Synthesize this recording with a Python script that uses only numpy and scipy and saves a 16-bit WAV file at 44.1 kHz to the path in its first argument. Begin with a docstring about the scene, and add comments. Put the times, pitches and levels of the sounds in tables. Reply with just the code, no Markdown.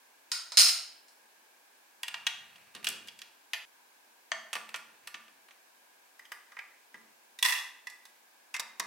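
"""Building a toy crane

Hands build a toy crane from large hollow plastic blocks on a table in a small, fairly live room.
A string is drawn off a ratcheting reel, the boom is snapped onto its turntable, the hook swings against the model,
two pipes are pushed onto studs, a hinged lid is worked and creaks shut, and the cab is pressed down.
Noise-like contacts excite each part's resonances; pushes ring the table, and steady air lies beneath."""
import sys
import numpy as np
from scipy import signal
from scipy.fft import rfft, irfft, next_fast_len
from scipy.io import wavfile

SR = 44100
rng = np.random.default_rng(int(sys.argv[2]) if len(sys.argv) > 2 else 0)


def store_wav(level_fs):
    """Save 16-bit WAV to argv[1]."""
    pcm = np.round(np.clip(np.atleast_2d(level_fs), -1, 1) * 32767)
    wavfile.write(sys.argv[1], SR, pcm.T.astype(np.int16))


N = 390726
TIME = np.arange(N) / SR
SNAP_S = 0.0076   # the time over which the level of a snap or thump counts as rms


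def from_db(db):
    """Level law: 20 dB is a factor of ten in amplitude."""
    return 10 ** (np.asarray(db) / 20)


def unit_energy(x):
    """Energy normalisation: scale to an energy of one per channel."""
    channels = len(np.atleast_2d(x))
    return x / np.sqrt(np.sum(x ** 2) / channels + 1e-30)


def at_hz(points, hz):
    """Logarithmic pitch: read a table on a log-frequency axis."""
    f, value = np.transpose(points)
    return np.interp(np.log(np.maximum(hz, 1)), np.log(f), value)


def cut(x, hz, kind, order=2):
    """Butterworth filtering: a passband without ripple."""
    return signal.sosfilt(signal.butter(order, hz, kind, fs=SR, output="sos"), x)


def panned(x, pan_db):
    """Level-difference stereo: the left exceeds the right by pan_db."""
    return x * from_db(np.array([[pan_db], [-pan_db]]) / 2)


def add(out, s, sound):
    """Superposition: mix a sound in at a time, up to the end of the scene."""
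    i = max(round(s * SR), 0)
    out[:, i:i + sound.shape[1]] += sound[:, :N - i]


def resonate(x, modes):
    """Modal synthesis: parallel two-pole resonances with alternating signs."""
    out = 0
    for k, (hz, width, db) in enumerate(modes):
        r = np.exp(-np.pi * width / SR)   # a wider resonance dies sooner
        poles = [1, -2 * r * np.cos(2 * np.pi * hz / SR), r * r]
        ringing = (1 - r * r) / 2 * signal.lfilter([1, 0, -1], poles, x + 1e-18)
        out = out + (-1) ** k * from_db(db) * ringing
    return out


def stereo_noise(colour, likeness, size):
    """Interchannel coherence: noise with a spectrum and a left-right likeness."""
    padded = next_fast_len(size)
    hz = np.arange(padded // 2 + 1) * SR / padded
    alike = at_hz(likeness, hz)
    mid, side = rfft(rng.standard_normal((2, padded)))
    both = np.sqrt(1 + alike) * mid + np.sqrt(1 - alike) * side * [[1], [-1]]
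    return irfft(both * from_db(at_hz(colour, hz)), padded)[:, :size]


def scatter(fade_ms, attack_ms=0.41, side_db=-8, size=4096):
    """Multiple scattering: edges bite, then waves bounce between the walls, unlike to each side."""
    ms = np.arange(size) * 1000 / SR
    fade = from_db(-60 * ms / fade_ms) * (1 - np.exp(-ms / attack_ms))
    spectrum = rfft(rng.standard_normal((2, size)) * fade)
    even = spectrum / np.abs(spectrum)   # the contact has no pitch of its own: the part gives it one
    mid, side = irfft(even) * np.sqrt(fade)
    return unit_energy(mid + from_db(side_db) * side * [[1], [-1]])


def struck(modes, spread_db=2):
    """Modal participation: where a contact lands decides how strongly each resonance answers."""
    luck = rng.standard_normal(len(modes))
    return [(hz, width, db + spread_db * each) for (hz, width, db), each in zip(modes, luck)]


def shell(force, modes, low_hz=450):
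    """Radiation efficiency: a small hollow part rings in its modes and radiates little bass."""
    return cut(resonate(force, modes), low_hz, "high")


def favour(sound, favoured, width_hz=210):
    """Local resonance: the wall nearest to a contact rings more strongly than the rest."""
    if not favoured:
        return sound
    hz, boost_db = favoured
    return sound + resonate(sound, [(hz, width_hz, boost_db)])


def snaps(table, modes, scatter_ms, room_db, pan_db=-1.5, scrape_ms=0.25, room_top_hz=14000):
    """Repeated impact: each contact bites, catches and rebounds; returns direct sound and room send."""
    bite_db = -1
    catch_s, catch_db = 0.003, -6      # an edge slides and catches again a moment later
    rebound_s, rebound_db = 0.0087, -11.5   # every part touches once more as it settles
    out = np.zeros((2, N))
    for s, level_db, bass_db, treble_db, *favoured in table:
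        catch_late, rebound_late = np.array([catch_s, rebound_s]) * np.exp(0.25 * rng.standard_normal(2))
        touches = [(0, bite_db), (catch_late, catch_db), (rebound_late, rebound_db)]
        for late_s, loss_db in touches:
            hit = favour(shell(scatter(scatter_ms, scrape_ms), struck(modes)), favoured)
            # soft, heavy contacts favour the bass; hard edges favour the treble
            hit = hit + (from_db(bass_db) - 1) * cut(hit, 900, "low", order=1)
            hit = hit + (from_db(treble_db) - 1) * cut(hit, 6000, "high", order=1)
            gain = from_db(level_db + loss_db) * np.sqrt(SNAP_S * SR)
            add(out, s + late_s, gain * unit_energy(hit))
    send = cut(out, room_top_hz, "low", order=1) * from_db(room_db)
    return np.array([panned(out, pan_db), send])


def slips(runs, modes, fade_db_per_s, slowing_per_s, jitter, uneven_db, scatter_ms, side_db, thin_hz, pan_db, room_db):
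    """Stick-slip: uneven trains of light clicks, each slowing and fading; returns direct sound and room send."""
    out = np.zeros((2, N))
    for start, end, first_rate, level_db, *favoured in runs:
        s = start
        for wait, strength in rng.standard_normal((60, 2)):   # at most 60 clicks
            if s > end:
                break
            elapsed = s - start
            rate = first_rate * np.exp(-slowing_per_s * elapsed)
            click_db = level_db - fade_db_per_s * elapsed + uneven_db * strength
            gain = from_db(click_db) * np.sqrt(SR / rate)   # the level is that of the train
            click = favour(shell(scatter(scatter_ms, side_db=side_db), struck(modes)), favoured)
            add(out, s, gain * unit_energy(cut(click, thin_hz, "high")))
            s += np.exp(jitter * wait) / rate
    return np.array([panned(out, pan_db), out * from_db(room_db)])


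# Spectrum of the room tone before its bass is cut: pitch_hz [Hz], density_db [relative dB per Hz]
AIR_COLOUR = [(120, -31), (200, -11.5), (304, -12.5), (585, -9.5), (974, -3.5), (1150, -10), (1400, -11.5),
              (1620, -2), (1910, -13), (2290, -8), (3010, -13.5), (15500, -18.5)]
# Coherence of the room tone: pitch_hz [Hz], left_right_likeness [0 to 1]
AIR_LIKENESS = [(250, 0.46), (1000, 0.01), (4000, 0)]


def room_air(level_db=-61.5):
    """Stationary noise: the room's steady air is coloured noise with its bass cut steeply."""
    air = cut(stereo_noise(AIR_COLOUR, AIR_LIKENESS, N), 230, "high", order=6)
    return from_db(level_db) * np.sqrt(N) * unit_energy(air)


# Grips in which fingers take hold of a part and press it home: start_s [s], end_s [s], level_db [dB]
GRIPS = [(2.073, 2.59, -67.5), (2.739, 2.82, -55), (4.5, 5.2, -75)]


def grip_pressure():
    """Exponential relaxation: each grip tightens quickly, holds and relaxes."""
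    pressure = from_db(-88)   # the hands never lie quite still
    for start, end, level_db in GRIPS:
        tighten = 1 - np.exp(-np.maximum(TIME - start, 0) / 0.006)   # time constants in s
        relax = np.exp(-np.maximum(TIME - end, 0) / 0.095)
        pressure = pressure + from_db(level_db) * tighten * relax
    return pressure


def fingers(per_s=70, spread_db=5, tick_db=-3, rumble_db=-18):
    """Poisson friction: tiny slips under the fingers tick in the plastic and rumble in the table."""
    born = rng.random(N) < per_s / SR
    force = born * from_db(spread_db * np.clip(rng.standard_normal(N), -2, 2))
    contacts = signal.oaconvolve(force[None], scatter(8.1), axes=1)[:, :N]
    ticks = unit_energy(shell(contacts, STUD_MODES))
    rumble = unit_energy(cut(force, [90, 240], "band", order=3))
    grip = grip_pressure() * np.sqrt(N)
    return grip * (from_db(tick_db) * ticks + from_db(rumble_db) * rumble)


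# Reverberation time, the time to fall by 60 dB: pitch_hz [Hz], t60_s [s]
ROOM_T60 = [(200, 1), (1000, 0.53), (3000, 0.55), (6000, 0.45), (14000, 0.35)]
# Spectrum of the reflections as they set out: pitch_hz [Hz], level_db [relative dB]
ROOM_COLOUR = [(200, -7), (1000, 0.5), (3000, -4.5), (6000, -3), (14000, 3)]
# Coherence of the reflections: pitch_hz [Hz], left_right_likeness [0 to 1]
ROOM_LIKENESS = [(200, 0.25), (1000, 0.66), (3000, 0.76), (10000, .15)]


def room_response(build_s=0.002, size=32768):
    """Diffuse reverberation: dense reflections build up quickly and die sooner in the treble."""
    t = np.arange(size) / SR
    hz = np.arange(size // 2 + 1) * SR / size
    build_up = 1 - np.exp(-(t / build_s) ** 2)
    noise = rfft(stereo_noise(ROOM_COLOUR, ROOM_LIKENESS, size) * build_up)
    centres = np.array(ROOM_T60)[:, 0]
    out = 0
    for (_, t60), share in zip(ROOM_T60, np.eye(len(ROOM_T60))):
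        band = at_hz(np.c_[centres, share], hz)   # overlapping bands that sum to one
        out = out + irfft(noise * band) * from_db(-60 * t / t60)
    return unit_energy(out)


def in_room(direct, send, room):
    """Convolution: the direct sound is followed by its reflections."""
    reflections = signal.oaconvolve(send.mean(0)[None], room, axes=1)[:, :N]
    return direct + panned(from_db(8.0) * reflections, pan_db=-0.6)


# Single ticks of the reel: start_s [s], level_db [dB], bass_db [dB], treble_db [dB]
REEL_TICKS = [(0.3162, -28, -27, -4.5), (0.5195, -38.5, 12, -5), (1.082, -60.5, 6.5, 9.5)]
# Resonances of the reel: pitch_hz [Hz], width_hz [Hz], level_db [dB]
REEL_MODES = [(718, 350, -24), (1346, 200, -12), (2020, 707, -14), (2986, 970, -8), (3735, 1500, -7.5),
              (4168, 280, 0.5), (4685, 280, -4), (5244, 280, 0.5), (5870, 170, -11.5), (6597, 380, -7),
              (7944, 540, -14), (9015, 520, -7.5), (14500, 820, -25)]


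def reel_ticks():
    """Impact excitation: single contacts ring the reel's modes."""
    return snaps(REEL_TICKS, REEL_MODES, scatter_ms=16, room_db=-1.0)


# Runs of the pawl over the reel's teeth, first tugged, then running on; level before the boom's hum:
# start_s [s], end_s [s], first_rate [clicks per s], level_db [dB], favoured_hz [Hz], boost_db [dB]
REEL_RUNS = [(0.571, 0.623, 240, -17.5, 9430, -4.5), (0.627, 0.699, 300, -26, 5330, -3)]
# Hum of the hollow boom under the reel: pitch_hz [Hz], width_hz [Hz], level_db [dB]
BOOM_HOLLOW = [(608, 260, 19.5), (770, 36, 21.5)]


def reel_ratchet():
    """Periodic impact: a pawl clicks over teeth as the string is drawn almost evenly; the hollow boom hums along."""
    ratchet = slips(REEL_RUNS, REEL_MODES, fade_db_per_s=8.5, slowing_per_s=4, jitter=.2, uneven_db=1.1,
                    scatter_ms=8.9, side_db=-3.5, thin_hz=2560, pan_db=-1.5, room_db=-5.0)
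    return ratchet + resonate(ratchet, BOOM_HOLLOW)


# Snaps of the boom onto its turntable: start_s [s], level_db [dB], bass_db [dB], treble_db [dB]
BOOM_SNAPS = [(2.0315, -32, 15.5, 0), (2.081, -34.5, 9, -10), (2.141, -33.5, 19, -4),
              (2.2665, -23.5, 2.5, -3), (2.557, -54, 17, 3), (2.7495, -43.5, 13, -14),
              (2.763, -47, 19, -11), (2.844, -33, 8, 1), (2.8685, -25.5, 5.5, 3.5), (2.8875, -31.5, 9, 6),
              (3.073, -50, 7, -8), (3.083, -42.5, -11, -4), (3.189, -49, -3, -7), (3.2165, -42.5, 19, 31)]
# Resonances of the boom: pitch_hz [Hz], width_hz [Hz], level_db [dB]
BOOM_MODES = [(692, 58, -12), (940, 280, -10.5), (1640, 270, -3), (1885, 68, 3), (2280, 360, -1),
              (2800, 250, 7.5), (3305, 91, 8.5), (3540, 230, 3.5), (4360, 1300, -2.5), (5040, 250, 3),
              (5450, 1800, -3), (8550, 5000, 6.5), (8820, 4400, 6)]


def boom_snaps():
    """Impact excitation: snapping contacts ring the boom's modes."""
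    return snaps(BOOM_SNAPS, BOOM_MODES, scatter_ms=23, room_db=-9.0, room_top_hz=7560)


# Pushes that reach the table: start_s [s], level_db [dB]
THUMPS = [(2.753, -56), (2.809, -65), (2.875, -59), (2.895, -57), (2.919, -57), (4.32, -62), (4.563, -61),
          (4.76, -64.5), (5.146, -64), (6.944, -60.5), (8.595, -65.5), (8.798, -54)]
# Resonances of the table and the model's base: pitch_hz [Hz], width_hz [Hz], level_db [relative dB]
TABLE_MODES = [(112, 36, -22), (225, 29, 5.5), (322, 44, 2.5), (440, 230, -3)]


def table_thumps(size=8192):
    """Impulse response: each push sets the table and the model's base ringing low."""
    out = np.zeros((2, N))
    thump = unit_energy(resonate(signal.unit_impulse(size), TABLE_MODES)) * np.sqrt(SNAP_S * SR)
    for s, level_db in THUMPS:
        add(out, s, from_db(level_db) * np.array([thump, thump]))
    return out


# Knocks of the hook against the model: start_s [s], level_db [dB], bass_db [dB], treble_db [dB]
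HOOK_KNOCKS = [(3.533, -28, -5, 2.4), (3.542, -38.5, 9.5, -1)]
# Resonances of the hook: pitch_hz [Hz], width_hz [Hz], level_db [dB]
HOOK_MODES = [(790, 150, -14.5), (1230, 590, -21.5), (1820, 160, -4.5), (2440, 380, -5), (3070, 360, -2.5),
              (4020, 850, -13.5), (4740, 210, -11), (5160, 320, -17.5), (6100, 193, -14),
              (6900, 370, -17.5), (10927, 1900, -25)]


def hook_knocks(room, end_s=3.652):
    """Impact and reverberation: the hook's modes ring in the room, and the tail stops short."""
    direct, send = snaps(HOOK_KNOCKS, HOOK_MODES, scatter_ms=28, room_db=-8.5)
    return in_room(direct, send, room) * (TIME < end_s)


# Knocks of the pipes: start_s [s], level_db [dB], bass_db [dB], treble_db [dB]
PIPE_KNOCKS = [(4.3165, -26.5, -1.6, -26)]
# Resonances of the pipes: pitch_hz [Hz], width_hz [Hz], level_db [dB]
PIPE_MODES = [(654, 61, -15), (1120, 220, -13.5), (1616, 150, -5), (1770, 110, 0.5), (2290, 310, -11),
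              (2820, 190, -12.5), (3250, 160, -9.5), (4580, 330, -17), (6320, 390, -18.5),
              (8300, 1050, -27.5)]


def pipe_knocks():
    """Impact excitation: a knock rings the pipes' modes."""
    return snaps(PIPE_KNOCKS, PIPE_MODES, scatter_ms=12.5, room_db=-8.5, pan_db=1.0)


# Snaps of the pipes onto studs: start_s [s], level_db [dB], bass_db [dB], treble_db [dB]
STUD_SNAPS = [(4.53, -31.5, 4.5, 13), (4.553, -32.5, 4, 1), (4.564, -37.5, 13, -5), (4.69, -47, 8, 11),
              (4.742, -32.5, -30, -20), (4.759, -41.5, -14, 7), (5.0725, -40, 10, 22),
              (5.1425, -38.5, -11, -28), (5.28, -56, -7, -15), (5.484, -56.5, 12, 1),
              (5.508, -54.5, -8.5, -18)]
# Resonances of the studs, also ticked by the fingers: pitch_hz [Hz], width_hz [Hz], level_db [dB]
STUD_MODES = [(591, 1200, -9.5), (1184, 53, 3.5), (1294, 220, -8.5), (1440, 63, 0), (1795, 185, -1.5),
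              (2343, 110, 0.5), (2580, 154, 1), (3260, 720, -3.5), (4440, 880, -9), (6270, 800, -12.5),
              (7540, 560, -16), (8400, 293, -12), (10300, 2300, -19.5)]


def stud_snaps():
    """Impact excitation: pushing pipes onto studs rings the studs' modes."""
    return snaps(STUD_SNAPS, STUD_MODES, scatter_ms=30.5, room_db=-10.5)


# Ticks of the hinge, each singling out one resonance:
# start_s [s], level_db [dB], bass_db [dB], treble_db [dB], favoured_hz [Hz], boost_db [dB]
HINGE_TICKS = [(6.192, -48, -12.5, 8, 1930, 7.5), (6.2515, -52.5, -7, 14, 3200, 13),
               (6.3175, -38.5, 6.5, 12.5, 1060, -3), (6.518, -50.5, -1, 0, 1180, 6),
               (6.5665, -41.5, 9, -18, 2090, 14), (6.588, -37.5, -11, -28, 2290, 12),
               (6.942, -45.5, 5, -2, 2010, 2)]
# Resonances of the hinge: pitch_hz [Hz], width_hz [Hz], level_db [dB]
HINGE_MODES = [(900, 1400, -4.5), (1136, 200, 3.5), (1628, 52, 6.5), (1990, 145, 5), (2410, 180, -5),
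               (3040, 210, -2), (3620, 210, -11), (5030, 180, -7), (6200, 670, -16.5), (8700, 170, -13),
               (10100, 7800, -25)]


def hinge_ticks():
    """Impact excitation: slower-biting contacts ring the hinge's modes."""
    return snaps(HINGE_TICKS, HINGE_MODES, scatter_ms=25, room_db=-9, scrape_ms=1.2)


# Clacks of the lid, each singling out one resonance:
# start_s [s], level_db [dB], bass_db [dB], treble_db [dB], favoured_hz [Hz], boost_db [dB]
LID_CLACKS = [(7.388, -41, 5, 12, 3700, 9), (7.426, -21, -22, 4.5, 3410, 4), (7.468, -38, -8, 4, 2720, -3),
              (7.8695, -37, 4, -6, 1980, 6), (7.899, -50, 0, 20, 1990, -1), (8.053, -51, 4, 5, 3900, -11)]
# Resonances of the lid: pitch_hz [Hz], width_hz [Hz], level_db [dB]
LID_MODES = [(1022, 280, -9.5), (1120, 960, -16), (1630, 340, -10.5), (1968, 82, -0.5), (2850, 460, -11),
             (2450, 470, -11.5), (3425, 206, -5.5), (4330, 2700, -16), (5280, 180, -7.5),
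             (5930, 650, -19.5), (8140, 920, -15.5), (9000, 1300, -17.5), (13400, 5000, -26)]


def lid_clacks():
    """Impact excitation: contacts ring the thin lid's modes."""
    return snaps(LID_CLACKS, LID_MODES, scatter_ms=24, room_db=-8)


# Short shoves in which the lid's hinge sticks and slips:
# start_s [s], end_s [s], first_rate [clicks per s], level_db [dB at the start], favoured_hz [Hz], boost_db [dB]
HINGE_SHOVES = [(7.4445, 7.464, 420, -22.5, 2000, -4), (7.484, 7.513, 406, -27.5, 2630, -7),
                (7.522, 7.543, 340, -32, 1880, -3), (7.549, 7.566, 340, -37, 2770, 19),
                (7.576, 7.605, 320, -40, 3430, 5)]


def hinge_creak():
    """Stick-slip: the hinge slips in bursts, each strongest at its start, and the lid rings."""
    return slips(HINGE_SHOVES, LID_MODES, fade_db_per_s=137, slowing_per_s=6, jitter=.5, uneven_db=2.0,
                 scatter_ms=6.0, side_db=-1, thin_hz=510, pan_db=-4.0, room_db=-4)


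# Snaps of the cab as it is pressed down, each singling out one resonance:
# start_s [s], level_db [dB], bass_db [dB], treble_db [dB], favoured_hz [Hz], boost_db [dB]
CAB_SNAPS = [(8.54, -33.5, -26.5, -6.5, 2600, 16.5), (8.5455, -34, -19, -5, 2080, 10),
             (8.563, -35.5, -13, 0, 2000, 10), (8.595, -30.5, 6, 8.5, 3820, -4),
             (8.7965, -28.5, 17.5, 22, 1080, -26)]
# Resonances of the cab: pitch_hz [Hz], width_hz [Hz], level_db [dB]
CAB_MODES = [(1010, 460, -2.5), (1260, 420, -3), (1680, 240, -4), (2050, 160, -2), (2480, 490, -8),
             (3280, 210, -8), (3700, 210, -6.5), (4350, 120, -9), (4870, 330, -6.5), (5720, 320, -3.5),
             (6840, 310, -7.5), (7700, 220, -7), (9000, 3600, -14)]


def cab_snaps():
    """Impact excitation: slower-biting contacts ring the thin-walled cab's modes."""
    return snaps(CAB_SNAPS, CAB_MODES, scatter_ms=28, room_db=-8.0, scrape_ms=1.17, room_top_hz=3250)


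def scene():
    """Superposition: snaps, ratchet, creak and handling sound in one room, over its steady air."""
    room = room_response()
    blocks = (reel_ticks() + reel_ratchet() + boom_snaps() + pipe_knocks() + stud_snaps()
              + hinge_ticks() + lid_clacks() + hinge_creak() + cab_snaps())
    handling = fingers() + table_thumps()
    direct, send = blocks + handling   # handling is equally loud in both
    return in_room(direct, send, room) + hook_knocks(room) + room_air()


def record(dry):
    """Band limiting: an elliptic filter cuts the top steeply above 15.9 kHz."""
    return signal.sosfilt(signal.ellip(10, .2, 75, 15900, fs=SR, output="sos"), dry)


dry = scene()
out = record(dry)
store_wav(out)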